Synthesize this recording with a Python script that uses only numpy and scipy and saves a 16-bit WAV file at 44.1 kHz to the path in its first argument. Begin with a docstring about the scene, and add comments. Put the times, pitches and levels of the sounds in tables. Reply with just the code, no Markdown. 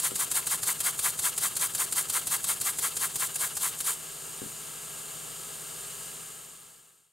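"""In a humming room, a small brass oscillating-cylinder engine runs on compressed air, then slows and stops.
Each turn brings a spit of air, a rush into the cylinder, hiss past the rocking port face, a chuff and knocks.
The air sounds are coloured noise opened and closed by the crank angle; the knocks are short decaying low tones.
Air keeps leaking after the stop; the table, a set of ringing tones, is bumped twice, and all fades out."""
import sys
import numpy as np
from scipy import signal
from scipy.fft import rfft, irfft
from scipy.io import wavfile
from scipy.ndimage import uniform_filter1d

SR = 44100
rng = np.random.default_rng(int(sys.argv[2]) if len(sys.argv) > 2 else 0)


def file_out(sig):
    """Save sig as 16-bit WAV at sys.argv[1]."""
    # one column per channel
    cols = np.atleast_2d(sig).T
    # limit, then scale
    lim = np.clip(cols, -1, 1)
    pcm = np.round(lim * 32767).astype(np.int16)
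    wavfile.write(sys.argv[1], SR, pcm)


N = 313992

# crank speed; the crank starts with the inlet just opening: start_s [s], speed [turns per s]
CRANK_SPEED = [(0, 6.166), (.43, 6.488), (1.1, 4.866), (1.33, 5.495), (1.53, 5.232), (1.8, 5.716),
               (2.62, 5.876), (3.6, 4.545), (3.81, 3.846), (3.87, 4.8), (3.93, 4), (3.97, 0)]
# resonances of cylinder, pipe and frame that colour every jet: pitch_hz [Hz], width_hz [Hz], level_db [dB]
BRASS_RINGS = [(1113, 160, 2.5), (1374, 190, 3.5), (1632, 82, 5), (2106, 680, 2.5), (2666, 180, 4.5),
               (3184, 130, 3.5), (3826, 170, 1.5), (4410, 92, 3.5), (4850, 77, 2), (6158, 160, 1.5),
               (7850, 260, 0), (8600, 210, 0), (9600, 190, 0), (10400, 370, 0.5), (10500, 200, 0),
               (12000, 250, 1)]
# steady machine and mains hum in the room: pitch_hz [Hz], level_db [dB rms, before slow wavering]
HUM_TONES = [(49.8, -70.5), (120, -67.5), (150, -62), (163, -64), (214, -72), (250, -71.5), (396, -66.5),
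             (426, -70), (456, -71), (490, -72), (513, -69.5), (654, -66.5), (951, -82)]
# colour of the room air: pitch_hz [Hz], level_db [relative dB per Hz]
ROOM_COLOUR = [(25, -33), (75, -16), (110, -2.5), (170, 0), (300, -1.5), (430, 4.5), (580, -3.5),
               (800, 0.5), (1250, -4.5), (2000, -8.5), (5000, -17.5)]
# colour of the seep at the joint: pitch_hz [Hz], level_db [relative dB per Hz]
SEEP_COLOUR = [(1500, -26.5), (4000, -14), (5000, -11.5), (5700, -15), (7100, 0.5), (7900, -2), (8800, 1.5),
               (10300, -7.5), (12200, -8.5), (13250, -13), (13700, -6), (14700, -14), (15400, -20)]
# colour of the leak through the exhaust passage: pitch_hz [Hz], level_db [relative dB per Hz]
VENT_COLOUR = [(500, -13), (1000, -4.5), (1300, 3), (1490, -6.5), (1640, -0.5), (1850, -7), (2250, -4),
               (2420, -7.5), (2700, -3), (2900, 5), (3020, 0), (3200, -1), (4500, -3), (7000, -11)]
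# colour of the spit as the inlet opens: pitch_hz [Hz], level_db [relative dB per Hz]
SPIT_COLOUR = [(200, -16), (600, -16), (1100, -12), (1700, -15), (2400, -16.5), (3200, -12), (4500, -8),
               (5600, -12), (7200, -1), (9000, 0.5), (11000, -3), (13000, -9.5), (16000, -13)]
# colour of air rushing through the narrow port into the cylinder: pitch_hz [Hz], level_db [relative dB per Hz]
FILL_COLOUR = [(1500, -19), (2900, -8), (4600, 2), (5800, 0), (8000, -13)]
# colour of the hiss past the port face: pitch_hz [Hz], level_db [relative dB per Hz]
PORT_COLOUR = [(300, -25), (1000, -12.5), (2300, -27), (3200, -12), (4400, -11.5), (5600, -14), (7000, -4),
               (9100, 0), (11000, -4.5), (13000, -8), (16000, -15)]
# colour of the exhaust chuff: pitch_hz [Hz], level_db [relative dB per Hz]
CHUFF_COLOUR = [(200, -23), (550, -21.5), (700, -7.5), (880, -7.5), (1000, 1.5), (1500, -2), (1850, -2.5),
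                (2100, 0), (2290, -3), (2480, -8.5), (4000, -15), (7000, -25), (16000, -11.5)]
# the crank pin takes up its play: offset [turns after the inlet opens], level_db [relative dB]
PIN_SLACK = [(-.12, -47.5), (-.025, -49.5), (.555, -51.5)]
# soft bumps on the table and their rebounds: start_s [s], level_db [dB peak, before bass loss], contact_s [s]
TABLE_BUMPS = [(.117, -29, 0.00053), (.129, -45, 0.0027), (4.417, -27, 0.0017), (4.4355, -36.5, .002),
               (4.4595, -32, 0.0025)]
# modes of the table: pitch_hz [Hz], level_db [relative dB], t60_s [s to fall by 60 dB]
TABLE_MODES = [(127, -2, .2), (180, -10, 0.092), (220, -0.5, .2), (277, 0, 0.11), (300, -1, .1),
               (397, 8, 0.061), (478, 6, 0.05)]
# sound scattered by table and walls: pitch_hz [Hz], level_db [dB against the direct sound]
SCATTER_COLOUR = [(100, -10), (300, -15.5), (700, -13), (1400, -17.5), (3000, -10), (5500, -19.5),
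                  (7000, -25), (10000, -17), (15000, -13.5)]
# the left microphone has the fuller bass: pitch_hz [Hz], level_db [dB, left minus right]
BASS_TILT_LEFT = [(60, 4), (150, 11), (380, 7.5), (700, 7), (1290, 6), (2380, 2.5), (4400, -0.5),
                  (8120, .5), (15000, 1)]
# phase between the two microphones: pitch_hz [Hz], phase [radians by which left leads]
MIC_PHASE = [(50, -0.29), (430, -1.48), (1000, -0.55), (2300, -0.81), (3400, -0.52), (5600, 0.053),
             (9300, -0.17), (10900, 0.7), (12500, 0.26)]

STOP_S = 3.965  # the stroke dies as the crank comes to rest
SAG_START_S, SAG_DB_PER_S = 2.4, 1.43  # the air supply weakens towards the end
FADE_START_S, FADE_END_S = 6.084, 7.325
TOP_HZ = 15700
# crank positions, in turns after the inlet opens
PRESSURE_AT, EXHAUST_AT = 0.3, 0.36  # full pressure, exhaust wide open
SHUT_AT, RETURN_AT, APPROACH_AT = 0.58, 0.713, 0.925  # port face shut, piston pushing back, inlet about to open
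# base levels in dB, before the changes of each turn
SEEP_DB, VENT_DB = -41, -50.5
SPIT_DB, PORT_DB, CHUFF_DB = -25, -25.5, -33

TIME = np.arange(N) / SR
FREQ = np.maximum(np.arange(N // 2 + 1) * SR / N, 1)


def undb(db):
    """Turn decibels into a gain."""
    return 10 ** (np.asarray(db) / 20)


def colour(points):
    """Gain at every frequency, drawn through (pitch_hz, level_db) points."""
    hz, db = np.transpose(points)
    return undb(np.interp(np.log(FREQ), np.log(hz), db))


def noise(gain):
    """Noise of rms 1 with the given colour."""
    x = irfft(rfft(rng.standard_normal(N)) * gain, N)
    return x / x.std()


def walk(rate):
    """Random wander: levels held for 1 / rate seconds, then smoothed twice; its spread is near 1."""
    hold = max(int(SR / rate), 1)
    held = np.repeat(rng.standard_normal(N)[:N // hold + 1], hold)
    smooth = uniform_filter1d(uniform_filter1d(held, hold), hold)
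    return 1.3 * smooth[:N]


def window(position, centre, width):
    """A smooth bell-shaped opening and closing around one position."""
    return np.exp(-.5 * ((position - centre) / width) ** 2)


def crank():
    """Crank angle in turns: the running sum of its speed."""
    return np.cumsum(np.interp(TIME, *np.transpose(CRANK_SPEED))) / SR


def inlet_times():
    """The inlet opens at every whole turn."""
    turns = crank()
    return np.interp(np.arange(int(turns[-1]) + 1), turns, TIME)


def stroke(centre, rise_turns, fall_turns):
    """A flow that swells and dies once a turn around one crank position."""
    offset = (crank() - centre + .5) % 1 - .5
    return window(offset, 0, np.where(offset < 0, rise_turns, fall_turns))


def supply(stall_s=.0092):
    """Strength of the working air: steady, then sagging, and gone when the engine stalls."""
    sag = undb(-SAG_DB_PER_S * np.maximum(TIME - SAG_START_S, 0))
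    return sag * np.clip((STOP_S - TIME) / stall_s, 0, 1)


def jet(spectrum, flutter_db):
    """Turbulent air, coloured by the brass parts; oil in the gap makes it sputter."""
    rings_db = sum(db / (1 + (2 * (FREQ - hz) / width) ** 2) for hz, width, db in BRASS_RINGS)
    air = noise(colour(spectrum) * undb(rings_db))
    return air * undb(flutter_db * walk(450))


def room(air_db=-56, diffuse_db=-1):
    """Soft room air, partly different at each microphone, and a slightly wavering hum."""
    hum = np.zeros(N)
    for hz, db in HUM_TONES:
        level = np.sqrt(2) * undb(db + .3 * walk(1.96))  # a sine's peak is sqrt(2) times its rms
        phase = 0.088 * walk(2.14) + rng.uniform(0, 2 * np.pi)
        hum += level * np.sin(2 * np.pi * hz * TIME + phase)
    shared, left, right = (noise(colour(ROOM_COLOUR)) for _ in range(3))
    return hum + undb(air_db) * (shared + undb(diffuse_db) * np.array([left, right]))


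def microphone_hiss(hiss_db=-62):
    """Faint self-noise, drawn separately for the two channels."""
    spectrum = colour([(30, -18), (150, -1), (1200, 6), (4000, -24), (15000, -5)])
    return undb(hiss_db) * np.array([noise(spectrum), noise(spectrum)])


def bearing(rumble_db=-58):
    """The turning shaft rumbles faintly through the base, fading over the last 1.1 s before the stop."""
    running = np.clip((STOP_S - TIME) / 1.1, 0, 1)
    spectrum = colour([(50, -16), (130, 4.0), (280, -2.5), (420, -1), (800, -12), (2000, -19)])
    return undb(rumble_db) * running * noise(spectrum)


def seep(lift_db=7.0, lift_turns=0.016, settle_turns=0.033, draw_db=-4, draw_at=0.063, draw_turns=0.033):
    """Air always seeps from the joint: more as the inlet is about to open, less while the cylinder draws air."""
    lift = lift_db * stroke(APPROACH_AT, lift_turns, settle_turns)
    draw = draw_db * stroke(draw_at, draw_turns, draw_turns)
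    return undb(SEEP_DB + lift + draw) * jet(SEEP_COLOUR, flutter_db=.5)


def vent(push_db=7.5, push_turns=0.058, covered_db=-13, cover_turns=0.068, uncover_turns=0.1):
    """Air leaves the exhaust passage: pushed by the returning piston, throttled while the inlet is open."""
    push = push_db * stroke(RETURN_AT, push_turns, push_turns)
    throttle = covered_db * stroke(0, cover_turns, uncover_turns)
    return undb(VENT_DB + push + throttle) * jet(VENT_COLOUR, flutter_db=1.05)


def steady_leak():
    """Both leaks waver slightly at random and go on after the engine has stopped."""
    return undb(0.24 * walk(6.6)) * (seep() + vent())


def inlet_spits(lead_s=.0024, rise_s=.0022, decay_s=0.01, scatter_db=0.25):
    """A sharp burst of air each time the inlet port uncovers; it dies as the cylinder fills."""
    times = inlet_times()
    flow = np.zeros(N)
    for s, chance in zip(times, rng.standard_normal(len(times))):
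        near = slice(max(int((s - .03) * SR), 0), int((s + .1) * SR))
        age = TIME[near] - s
        rise = window(np.minimum(age + lead_s, 0), 0, rise_s)  # full shortly before the opening
        decay = np.exp(-np.maximum(age, 0) / decay_s)
        flow[near] += undb(scatter_db * chance) * rise * decay
    return undb(SPIT_DB) * supply() * flow * jet(SPIT_COLOUR, flutter_db=0.44)


def filling(fill_db=-45, fill_at=0.14, start_turns=0.069, end_turns=0.075):
    """While the inlet is open, air rushes into the cylinder with a lower hiss."""
    flow = supply() * stroke(fill_at, start_turns, end_turns)
    return undb(fill_db) * flow * jet(FILL_COLOUR, flutter_db=2.0)


def port_hiss(build_turns=0.1, ease_turns=.18, shut_turns=0.0092, return_db=-16, return_turns=0.12):
    """Air slips past the rocking face as pressure builds and eases, until it shuts; the return leaks a little."""
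    uncovered = .5 - .5 * np.tanh((crank() % 1 - SHUT_AT) / (2 * shut_turns))
    power = stroke(PRESSURE_AT, build_turns, ease_turns) * uncovered
    back = undb(return_db) * stroke(RETURN_AT, return_turns, return_turns)
    level = undb(PORT_DB + 0.55 * walk(90))
    return level * supply() * (power + back) * jet(PORT_COLOUR, flutter_db=1.0)


def chuffs(open_turns=0.087, close_turns=.084, push_turns=.12, push_db=-22.5, uneven_db=1.0):
    """The cylinder dumps its air, then the piston pushes out the rest; slower turns give longer chuffs."""
    dump = stroke(EXHAUST_AT, open_turns, close_turns)
    push = undb(push_db) * stroke(RETURN_AT, push_turns, push_turns)
    level = undb(CHUFF_DB + uneven_db * walk(110))
    return level * supply() * (dump + push) * jet(CHUFF_COLOUR, flutter_db=0.46)


def knocks(knock_hz=112, decay_s=0.0081, spread_db=1.5):
    """As the crank pin takes up its play, three soft thuds a turn swell and die in the base plate."""
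    inlet_s = inlet_times()
    pushes = np.zeros(N)
    for offset, db in PIN_SLACK:
        times = inlet_s[:-1] + offset * np.diff(inlet_s)
        levels = undb(db + spread_db * rng.standard_normal(len(times)))
        valid = times > 0
        pushes[(times[valid] * SR).astype(int)] = levels[valid]
    t = TIME[:SR // 4]
    swell = t / decay_s * np.exp(1 - t / decay_s)
    thud = np.sin(2 * np.pi * knock_hz * t) * swell
    return signal.fftconvolve(pushes, undb(-5.5) * thud)[:N]


def table_blows(blows):
    """Half-sine pushes ring the table; a longer contact sounds duller."""
    t = TIME[:SR // 2]
    ring = np.zeros(len(t))
    for hz, db, t60 in TABLE_MODES:
        ring += undb(db) * np.sin(2 * np.pi * hz * t) * np.exp(-np.log(1000) * t / t60)
    out = np.zeros(N + SR)
    for s, db, contact in blows:
        push = np.sin(np.linspace(0, np.pi, max(int(contact * SR), 3)))
        blow = np.convolve(ring, push)
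        start = max(int(s * SR), 0)
        out[start:start + len(blow)] += undb(db) * blow / np.abs(blow).max()
    return out[:N]


def radiate(x, corner_hz):
    """A small surface gives off little bass."""
    return signal.sosfilt(signal.butter(2, corner_hz, "high", fs=SR, output="sos"), x)


def surroundings(x, near_s=0.0068, room_t60_s=0.3, room_db=-21):
    """Direct sound plus quick table reflections and a faint room tail, which arrive from the sides."""
    t = TIME[:SR // 3]
    near = np.exp(-t / near_s)
    tail = undb(room_db) * np.exp(-np.log(1000) * t / room_t60_s)
    decay = (t > .0005) * (near + tail)
    echoes = rng.standard_normal(len(t)) * decay / np.linalg.norm(decay)
    scattered = signal.fftconvolve(x, echoes)[:N]
    scattered = irfft(rfft(scattered) * colour(SCATTER_COLOUR), N)
    return np.array([x + scattered, x - scattered])  # opposite signs spread it to the sides


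def scene():
    """The engine on a table in a quiet room."""
    air = steady_leak() + inlet_spits() + filling() + port_hiss() + chuffs()
    engine_thuds = radiate(bearing() + knocks(), corner_hz=70)
    bumps = radiate(table_blows(TABLE_BUMPS), corner_hz=148)
    return surroundings(air + engine_thuds + bumps) + room() + microphone_hiss()


def record(dry):
    """Unequal microphones, a fade-out and a steep top cut."""
    phase_hz, radians = np.transpose(MIC_PHASE)
    ratio = colour(BASS_TILT_LEFT) * np.exp(1j * np.interp(FREQ, phase_hz, radians))  # left over right
    gains = 2 * np.array([ratio, np.ones_like(ratio)]) / np.abs(1 + ratio)  # the sum of both keeps its level
    heard = irfft(rfft(dry) * gains, N)
    fade = np.clip((FADE_END_S - TIME) / (FADE_END_S - FADE_START_S), 0, 1) ** 2
    top_cut = signal.ellip(10, .2, 80, TOP_HZ, fs=SR, output="sos")
    return signal.sosfilt(top_cut, heard * fade)


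dry = scene()
out = record(dry)
file_out(out)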